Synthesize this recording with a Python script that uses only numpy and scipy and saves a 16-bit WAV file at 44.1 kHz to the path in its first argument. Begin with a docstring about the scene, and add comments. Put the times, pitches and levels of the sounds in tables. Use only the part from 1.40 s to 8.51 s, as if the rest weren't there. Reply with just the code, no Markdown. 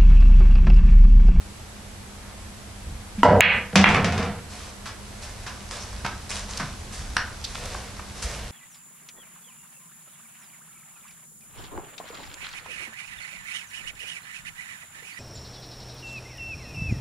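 """A pool shot in a quiet games room. Over air noise, hum and low rumble, the cue's impact rings shaft and
ball. The ball slides on the cloth and clacks into a second, which slams into a pocket, rings the table's
frame, knocks on the balls lying there and rumbles down the chute. The player shuffles off, soles slapping
and skidding, and something wooden knocks. Throughout, a limiter squashes the loud blows and, as it
recovers, lets the room's reverberation swell up behind them."""
import sys
import numpy as np
from scipy import signal
from scipy.fft import rfft, irfft, next_fast_len
from scipy.io import wavfile

SR = 44100
rng = np.random.default_rng(int(sys.argv[2]) if len(sys.argv) > 2 else 0)


def output_pcm(signal):
    """Save a mono or channel-first signal as 16-bit PCM at the path in sys.argv[1].

    Samples are clipped to [-1, 1] before scaling.
    """
    pcm = np.clip(np.atleast_2d(signal).T, -1, 1) * 32767
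    wavfile.write(sys.argv[1], SR, np.round(pcm).astype(np.int16))


N = 313551
TIME = np.arange(N) / SR
EVENT_TIME = TIME[:SR // 2]


def amp(db):
    """Decibels to amplitude ratio."""
    return 10 ** (np.asarray(db) / 20)


def unit_rms(x):
    """Power normalisation to rms 1."""
    return x / np.sqrt(np.mean(x ** 2) + 1e-20)


def as_blow(x):
    """Energy normalisation to that of 10 ms at rms 1."""
    return x * np.sqrt(SR / 100 / np.sum(np.atleast_2d(x) ** 2, 1).mean())


def curve_at(points, hz):
    """Interpolation over log frequency."""
    known_hz, value = np.transpose(points)
    return np.interp(np.log(hz + 1), np.log(known_hz + 1), value)


def add(mix, start_s, sound):
    """Superposition: a sound joins the mix at its start time."""
    part = mix[:, round(start_s * SR):][:, :sound.shape[-1]]
    part += sound[..., :part.shape[1]]


def colour(x, spectrum, tilt_db=0, size=4096):
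    """Minimum-phase filter with the given spectrum, tilted by tilt_db per octave about 2 kHz."""
    hz = abs(np.fft.fftfreq(size, 1 / SR))
    octaves = np.log2(np.maximum(hz, 200) / 2000)
    log_gain = np.log(amp(curve_at(spectrum, hz) + tilt_db * octaves))
    response = np.exp(np.conj(signal.hilbert(log_gain)))
    taps = np.fft.ifft(response).real[:size // 2]
    return signal.oaconvolve(np.atleast_2d(x), taps[None], axes=1)[:, :x.shape[-1]]


def band(x, hz, width_hz):
    """Two equal resonators in cascade, scaled to rms 1."""
    b, a = signal.iirpeak(hz, hz / width_hz, SR)
    return unit_rms(signal.lfilter(b, a, signal.lfilter(b, a, x)))


# Left-right likeness of a diffuse field: frequency_hz, coherence
FIELD_COHERENCE = [(100, 1), (600, 0.99), (1500, 0.98), (3000, 0.96), (5000, 0.81), (9000, 0.13)]
def diffuse(count, coherence=FIELD_COHERENCE):
    """Spatial coherence: white noise at two close microphones is alike in the bass, less in the treble."""
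    size = next_fast_len(count)
    mid, side = rfft(rng.standard_normal((2, size)))
    alike = np.clip(curve_at(coherence, np.fft.rfftfreq(size, 1 / SR)), -1, 1)
    mid, side = mid * np.sqrt((1 + alike) / 2), side * np.sqrt((1 - alike) / 2)
    return irfft(np.array([mid + side, mid - side]), size)[:, :count]


def decay(t60):
    """Exponential damping: 60 dB down after t60 seconds."""
    return np.exp(-np.log(1000) * EVENT_TIME / np.maximum(t60, .001))


def burst(t60):
    """Scattering: a dying spray of tiny contacts or near reflections, whitened to favour no pitch."""
    spray = rfft(diffuse(len(EVENT_TIME)) * decay(t60))
    magnitude = np.sqrt(np.mean(abs(spray) ** 2, 0) + 1e-20)
    return as_blow(irfft(spray / magnitude, len(EVENT_TIME)) * decay(4 * t60))


def ring(modes, spread_db=0, detune=0):
    """Damped modes: the place of the blow varies their strength, the ball's weight shifts their pitch."""
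    chance = rng.standard_normal((len(modes), 2))
    out = 0
    for k, ((hz, db, t60), (place, load)) in enumerate(zip(modes, chance)):
        tone = np.sin(2 * np.pi * hz * (1 + detune * load) * EVENT_TIME)
        out += (-1) ** k * amp(db + spread_db * place) * decay(t60) * tone
    return out


def grainy(grain_db, catches_per_s, grid_hz=2000):
    """Amplitude modulation of noise by small random catches of uneven strength."""
    grid_s = np.arange(0, 8, 1 / grid_hz)
    catches = rng.exponential(1, len(grid_s)) * (rng.random(len(grid_s)) < catches_per_s / grid_hz)
    return diffuse(N) * np.interp(TIME, grid_s, amp(grain_db * np.minimum(catches, 3)))


def strokes(rows, attack_s, sag_db, release_s):
    """Envelope for rows of start_s, length_s, level_db: each rises, sags over its length, then decays."""
    gain = np.zeros(N)
    for start, length, db in rows:
        age = np.maximum(TIME - start, 0)
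        held = np.minimum(age / attack_s, 1) * amp(db - sag_db * np.minimum(age / length, 1))
        gain += held * np.exp(-np.maximum(age - length, 0) / release_s)
    return gain


def walking(start_s=3.37, ease_s=0.45):
    """Linear ramp: 0 while the player stands, 1 once the walk is under way."""
    return np.clip((TIME - start_s) / ease_s, 0, 1)


# Spectrum of room air and microphone hiss: frequency_hz, gain_db
AIR_SPECTRUM = [(12, -57), (20, -2.5), (92, 1.5), (168, -15), (203, -5.5), (226, -8), (259, -14),
                (572, -15), (692, -14.5), (934, -16.5), (1130, -17), (3180, -22), (8040, -24.5),
                (11800, -27), (13500, -66)]
# Left-right likeness of that noise: frequency_hz, coherence
AIR_COHERENCE = [(60, 1), (180, 0.65), (550, 0.32), (1650, 0.25), (4970, 0.072), (15000, 0.048)]
# Swells of the low rumble: start_s, length_s, level_db
RUMBLE_SWELLS = [(1.4, 0.15, -30.5), (1.7, 0.37, -39), (4.4, 1.1, -47.5), (5.56, 0.12, -33),
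                 (6.15, 0.19, -37.5), (6.87, .17, -38)]
def background(hum_hz=199.8, whine_hz=7840, still_db=-45, walk_rise_db=4.5, rumble_trim_db=-3):
    """Noise floor: broadband air and hiss, a pure hum, and narrowband noise as whine and uneven rumble."""
    air = amp(-41.5) * unit_rms(colour(diffuse(N, AIR_COHERENCE), AIR_SPECTRUM))
    hum = amp(-53) * unit_rms(np.sin(2 * np.pi * hum_hz * TIME))
    whine = amp(-66.5) * band(rng.standard_normal(N), whine_hz, width_hz=37)
    sway = amp(still_db + walk_rise_db * walking())
    sway += strokes(RUMBLE_SWELLS, attack_s=0.082, sag_db=4, release_s=0.049)
    rumble = amp(rumble_trim_db) * sway * band(diffuse(N), hz=46, width_hz=67)
    return air + hum + whine + rumble


# Reverberation time of the room: frequency_hz, t60_s
ROOM_DECAY = [(100, 0.6), (500, 0.45), (1200, 0.4), (2500, 0.35), (5000, 0.29), (12000, 0.13)]
def reverberation(x, gap_s=0.0084, paths=3, handover_s=0.07):
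    """Wall reflections follow a gap and decay band by band; moving sources reach other echo paths."""
    out = np.zeros((2, N))
    for k in range(paths):
        hz, age, bands = signal.stft(diffuse(SR // 2), SR, nperseg=256)
        absorption = np.exp(-np.log(1000) * age / curve_at(ROOM_DECAY, hz)[:, None])
        tail = signal.istft(bands * absorption, SR, nperseg=256)[1]
        tail *= np.interp(TIME[:tail.shape[1]], [0, gap_s, gap_s + 0.0007], [.15, .25, 1])
        turn = (TIME / handover_s + k) % paths
        share = np.sin(np.pi / 2 * np.minimum(turn, 2))  # equal-power crossfade between paths
        out += signal.oaconvolve(x * share, tail / np.linalg.norm(tail[0]), axes=1)[:, :N]
    return out


# Dry ticks and scrapes of cue, ball and player: start_s, level_db, centre_hz, width_hz, length_s
SLIP_TICKS = [(0.82, -42.5, 1090, 1500, 0.14), (1.783, -41.5, 2200, 3500, 0.032),
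              (2.327, -39.5, 1670, 1500, 0.008), (2.983, -44, 1600, 1500, 0.015),
              (4.397, -37, 5600, 1200, 0.05), (4.911, -36.5, 2740, 1100, 0.021),
              (5.106, -39.5, 6030, 3500, 0.0087), (5.172, -30.5, 5550, 5000, 0.01),
              (6.04, -27.5, 4400, 3060, 0.016), (6.152, -33, 1540, 2500, 0.0063),
              (6.255, -40, 6000, 8000, 0.0053), (6.3466, -32, 920, 810, 0.0063),
              (6.593, -35.5, 1070, 650, 0.01)]
# Soft low bumps: start_s, level_db, pitch_hz, t60_s
LOW_BUMPS = [(1.78, -20.5, 208, 0.13), (5.234, -34, 142, 0.073), (6.845, -21, 58.5, 0.14)]
def ticks_and_bumps():
    """Single resonances: driven by a brief slip for a tick, swelling and dying away for a bump."""
    out = np.zeros((2, N))
    for start, db, hz, width_hz, length in SLIP_TICKS:
        slip = diffuse(len(EVENT_TIME)) * np.exp(-(2 * EVENT_TIME / length - 1) ** 4)
        add(out, start, amp(db) * as_blow(band(slip, hz, width_hz)))
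    for start, db, hz, t60 in LOW_BUMPS:
        add(out, start, amp(db) * as_blow(ring([(hz, 0, t60)]) * (1 - decay(t60))))
    return out


# Clothes rubbing: start_s, length_s, level_db
CLOTHES_RUBS = [(3.08, 0.19, -40.5), (4.93, 0.046, -37.5), (5.08, 0.14, -41), (6.06, 0.32, -44.5),
                (6.74, .07, -45), (6.86, 0.086, -41.5)]
# Soles skidding: start_s, level_db, t60_s, tilt_db_per_octave
SOLE_SKIDS = [(3.819, -34, 0.21, 0.5), (4.305, -27.5, 0.61, -1), (4.891, -25.5, 0.26, 1.5),
              (5.521, -30.5, 0.44, 2.5), (6.821, -25.5, 0.11, 2.5)]
# Friction spectrum of rubs and skids: frequency_hz, gain_db
SCUFF_SPECTRUM = [(200, -27), (450, -2), (1000, -1.5), (1800, -3.5), (3000, -6), (5700, -3), (8000, -6.5),
                  (11000, -13), (14000, -78)]
# Soles dragging: start_s, length_s, level_db
SOLE_DRAGS = [(6.14, 0.31, -42), (6.83, 0.21, -40.5)]
# Friction spectrum of a drag: frequency_hz, gain_db
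DRAG_SPECTRUM = [(150, -2), (330, -22), (460, 4.5), (1000, -7), (1900, -5), (3500, -10), (9000, -17.5)]
# Sandals slapping the floor: start_s, level_db, t60_s, tilt_db_per_octave
SANDAL_SLAPS = [(3.454, -31, 0.19, 4.5), (4.062, -31, 0.14, 3.5), (4.646, -24.5, 0.073, 0.5),
                (4.662, -28.5, 0.029, 3), (5.195, -25.5, 0.11, 1)]
# Impact spectrum of a slap: frequency_hz, gain_db
SLAP_SPECTRUM = [(40, -27), (100, -4), (220, 2.5), (380, -15.5), (720, -5.5), (1100, -2), (1550, -3),
                 (2200, -10), (3000, -15), (5600, -18.5), (7000, -25), (12000, -39)]
def player(rustle_db=-46.5, scuff_trim_db=-3):
    """Friction and impact noise of walking: clothes rub, and sandals skid, drag and slap."""
    rubbing = amp(rustle_db) * walking() + strokes(CLOTHES_RUBS, attack_s=0.03, sag_db=1, release_s=0.049)
    catches = grainy(grain_db=5.2, catches_per_s=150)
    out = amp(scuff_trim_db) * rubbing * unit_rms(colour(catches, SCUFF_SPECTRUM))
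    for start, db, t60, tilt_db in SOLE_SKIDS:
        friction = np.roll(catches, -round(start * SR), 1)[:, :len(EVENT_TIME)]
        rasp = unit_rms(colour(friction, SCUFF_SPECTRUM, tilt_db))
        envelope = as_blow(decay(t60) * (1 - decay(0.047)))
        add(out, start, amp(db + scuff_trim_db) * envelope * rasp)
    grit = unit_rms(colour(grainy(grain_db=4.5, catches_per_s=150), DRAG_SPECTRUM))
    out += strokes(SOLE_DRAGS, attack_s=0.013, sag_db=4, release_s=0.055) * grit
    for start, db, t60, tilt_db in SANDAL_SLAPS:
        slap = burst(t60) * (1 - decay(t60 / 4))  # the sole rolls on to the floor
        add(out, start, amp(db) * as_blow(colour(slap, SLAP_SPECTRUM, tilt_db)))
    return out


# A knock of hard wood, perhaps the cue being stood down: start_s, level_db
WOOD_KNOCKS = [(5.767, -17.5)]
# Spectrum of its hollow clack: frequency_hz, gain_db
WOOD_SPECTRUM = [(200, -8), (450, -15), (1000, -3.5), (1700, 4.5), (2300, -11), (2900, -6.5), (3500, -15),
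                 (4400, -6.5), (5700, -10), (6500, -31), (9000, -18), (13000, -42)]
# Modes of the wood: pitch_hz, level_db, t60_s
WOOD_MODES = [(1470, 2, 0.0067), (5640, -3, 0.015)]
def wood_knock(ring_db=-6, chatter_s=0.022):
    """Contact chatter: hard wood rebounds on hard wood, giving a hollow clack with a brief ring."""
    out = np.zeros((2, N))
    for start, db in WOOD_KNOCKS:
        clack = as_blow(colour(burst(chatter_s) * (1 - decay(0.0021)), WOOD_SPECTRUM))
        add(out, start, amp(db) * as_blow(clack + amp(ring_db) * as_blow(ring(WOOD_MODES))))
    return out


# The sunk ball judders, then rolls: start_s, length_s, level_db
CHUTE_ROLLS = [(2.455, 0.084, -23.5), (2.6, 0.27, -34.5)]
# Resonances of the chute: frequency_hz, gain_db
CHUTE_SPECTRUM = [(40, -9.5), (90, 9), (119, -3), (197, 2), (324, -15.5), (369, -6.5), (403, -8.5),
                  (500, 1), (570, -20.5), (678, -1), (861, -7.5), (1420, -7), (4210, -25), (9000, -35),
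                  (13000, -90)]
def rolling():
    """Rolling noise: the sunk ball's judder excites the resonances of the wooden chute."""
    judder = grainy(grain_db=4, catches_per_s=200)
    descent = strokes(CHUTE_ROLLS, attack_s=0.0051, sag_db=-2, release_s=0.046)
    return descent * unit_rms(colour(judder, CHUTE_SPECTRUM))


# A struck ball slides until it rolls freely: start_s, length_s, level_db
BALL_SLIDES = [(1.838, 0.11, -2.5), (2.02, 0.061, -15.5)]
# Response of the cloth-covered slate: frequency_hz, gain_db
SLATE_SPECTRUM = [(20, -29), (90, -3), (140, -10), (210, 1.5), (340, -22), (490, 8), (680, 5.5),
                  (1000, -11.5), (1500, -15), (3000, -39), (8000, -70)]
def sliding(fast_tilt_db=3, slow_tilt_db=-6):
    """Sliding friction: a ball's murmur on cloth and slate darkens as the slip dies down."""
    out = np.zeros((2, N))
    for start, length, db in BALL_SLIDES:
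        rub = diffuse(len(EVENT_TIME))
        bright = unit_rms(colour(rub, SLATE_SPECTRUM, fast_tilt_db))
        dark = unit_rms(colour(rub, SLATE_SPECTRUM, slow_tilt_db))
        slowed = np.minimum(EVENT_TIME / length, 1)
        murmur = (1 - slowed) * bright + slowed * dark
        envelope = strokes([(0.0045, length, db)], attack_s=0.01, sag_db=14.5, release_s=0.014)
        add(out, start, murmur * envelope[:len(EVENT_TIME)])
    return out


# Ball against pocket: start_s, rattle_db, thump_db
POCKET_KNOCKS = [(2.33, -60, -25), (2.356, -11.5, -9.5), (2.372, -20.5, -19), (2.413, -25, -42),
                 (2.489, -26, -24), (2.545, -26, -34), (2.567, -40, -20), (2.644, -22, -21.5),
                 (2.676, -40, -25), (2.7221, -30, -37), (2.7778, -29, -27), (2.794, -42, -22.5),
                 (2.8262, -32, -31)]
# Spectrum of the pocket's liner: frequency_hz, gain_db
LINER_SPECTRUM = [(100, -15), (500, 11), (900, 8), (1500, 10.5), (2500, 9.5), (3800, 3.5), (5700, 3),
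                  (8000, -6), (11000, -14), (14000, -66)]
# Modes of the table's frame: pitch_hz, level_db, t60_s
TABLE_MODES = [(88, -12, 0.27), (161, -4, 0.16), (197.8, -1, 0.11), (271, -8, 0.067), (481, -2, 0.077),
               (650, -7, 0.062), (784, -9, 0.069)]
def pocket():
    """Structure-borne sound: each knock rattles the pocket's liner and rings the table's frame."""
    out = np.zeros((2, N))
    for start, rattle_db, thump_db in POCKET_KNOCKS:
        rattle = burst(0.076) * (1 - decay(0.0014))
        add(out, start, amp(rattle_db) * as_blow(colour(rattle, LINER_SPECTRUM)))
        push = 1 - decay(0.068)  # the padded liner takes up the ball gradually
        frame = ring(TABLE_MODES, spread_db=2, detune=.04)
        add(out, start, amp(thump_db) * as_blow(push * frame))
    return out


# Cue tip on the ball: start_s, level_db
CUE_STRIKES = [(1.8316, -7.5)]
# Modes of shaft and ball: pitch_hz, level_db, t60_s
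SHAFT_BALL_MODES = [(264, -5, 0.057), (507, -14, 0.053), (683, -14, 0.075), (972, 3.5, 0.033),
                    (1385, 7, 0.0098), (1955, -7, 0.021), (2860, -6.5, 0.015)]
# Spectrum of crunching chalk: frequency_hz, gain_db
CHALK_SPECTRUM = [(500, -23), (1500, -10), (3000, -5), (3900, -11), (4500, -7), (6300, -12.5), (8000, -15),
                  (12000, -34)]
def cue(chalk_db=-17, scatter_db=-6, onset_s=0.016):
    """Compliant impact: the leather tip gives a little, then rings shaft and ball as chalk crunches."""
    out = np.zeros((2, N))
    for start, db in CUE_STRIKES:
        crunch = as_blow(colour(burst(0.22), CHALK_SPECTRUM))
        knock = as_blow(ring(SHAFT_BALL_MODES) * (1 - decay(onset_s)))
        # rails and slate throw the knock back within milliseconds
        reflected = as_blow(signal.oaconvolve(burst(0.021), knock[None], axes=1))[:, :len(EVENT_TIME)]
        add(out, start, amp(db) * (knock + amp(scatter_db) * reflected + amp(chalk_db) * crunch))
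    return out


# Ball against ball: start_s, level_db, tilt_db_per_octave, scatter_db
BALL_COLLISIONS = [(2.0073, 5.5, 1, 3.5), (2.4414, -9, -3, 16), (2.459, -20, -2.5, 0), (2.547, -19, -4, 19)]
# Spectrum of the contact pulse: frequency_hz, gain_db
CLACK_SPECTRUM = [(100, -39), (400, -24.5), (1000, -3), (1600, -1.5), (2400, 5), (3100, -3), (4050, -15),
                  (5200, -32), (9000, -44), (16000, -65)]
def clacks():
    """Elastic collision: hard balls touch for under a millisecond; slate and pocket scatter the pulse."""
    out = np.zeros((2, N))
    for start, db, tilt_db, scatter_db in BALL_COLLISIONS:
        pulse = as_blow(signal.unit_impulse(len(EVENT_TIME))) + amp(scatter_db) * burst(.024)
        add(out, start, amp(db) * as_blow(colour(pulse, CLACK_SPECTRUM, tilt_db)))
    return out


def scene(table_send_db=-3, player_send_db=-5, near_send_db=-11):
    """Direct and reverberant fields add in one room: the nearer a source, the drier it sounds."""
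    table = cue() + clacks() + pocket() + sliding() + rolling()
    walk = player() + wood_knock()
    near = ticks_and_bumps()
    echo = reverberation(amp(table_send_db) * table + amp(player_send_db) * walk + amp(near_send_db) * near)
    balance = amp([[-.4], [.4]])
    return (table + walk + near + echo + background()) * balance


def lag(x, time_constant_s):
    """First-order exponential smoothing."""
    pole = np.exp(-1 / (time_constant_s * SR))
    return signal.lfilter([1 - pole], [1, -pole], x)


def low_pass(x, hz, size):
    """Band limiting with a linear-phase windowed sinc."""
    taps = signal.firwin(size, hz, window=("kaiser", 8), fs=SR)
    return signal.oaconvolve(x, taps[None], "same")


def record(dry, limit_db=-12, recovery_db_per_s=125, ceiling=0.88):
    """Dynamic range compression: dull microphones feed a fast limiter; peaks that slip past it clip."""
    dulled = low_pass(dry, hz=12400, size=101)
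    power_db = 10 * np.log10(lag((dulled ** 2).mean(0), .005) + 1e-12)
    recovery_db = recovery_db_per_s * TIME
    held_db = np.maximum.accumulate(power_db + recovery_db) - recovery_db  # each peak falls off steadily
    over_db = np.maximum(held_db - limit_db, 0)
    ducked = dulled / amp(lag(over_db, .0008))
    return low_pass(np.clip(ducked, -ceiling, ceiling), hz=16500, size=255)


dry = scene()
out = record(dry)
output_pcm(out)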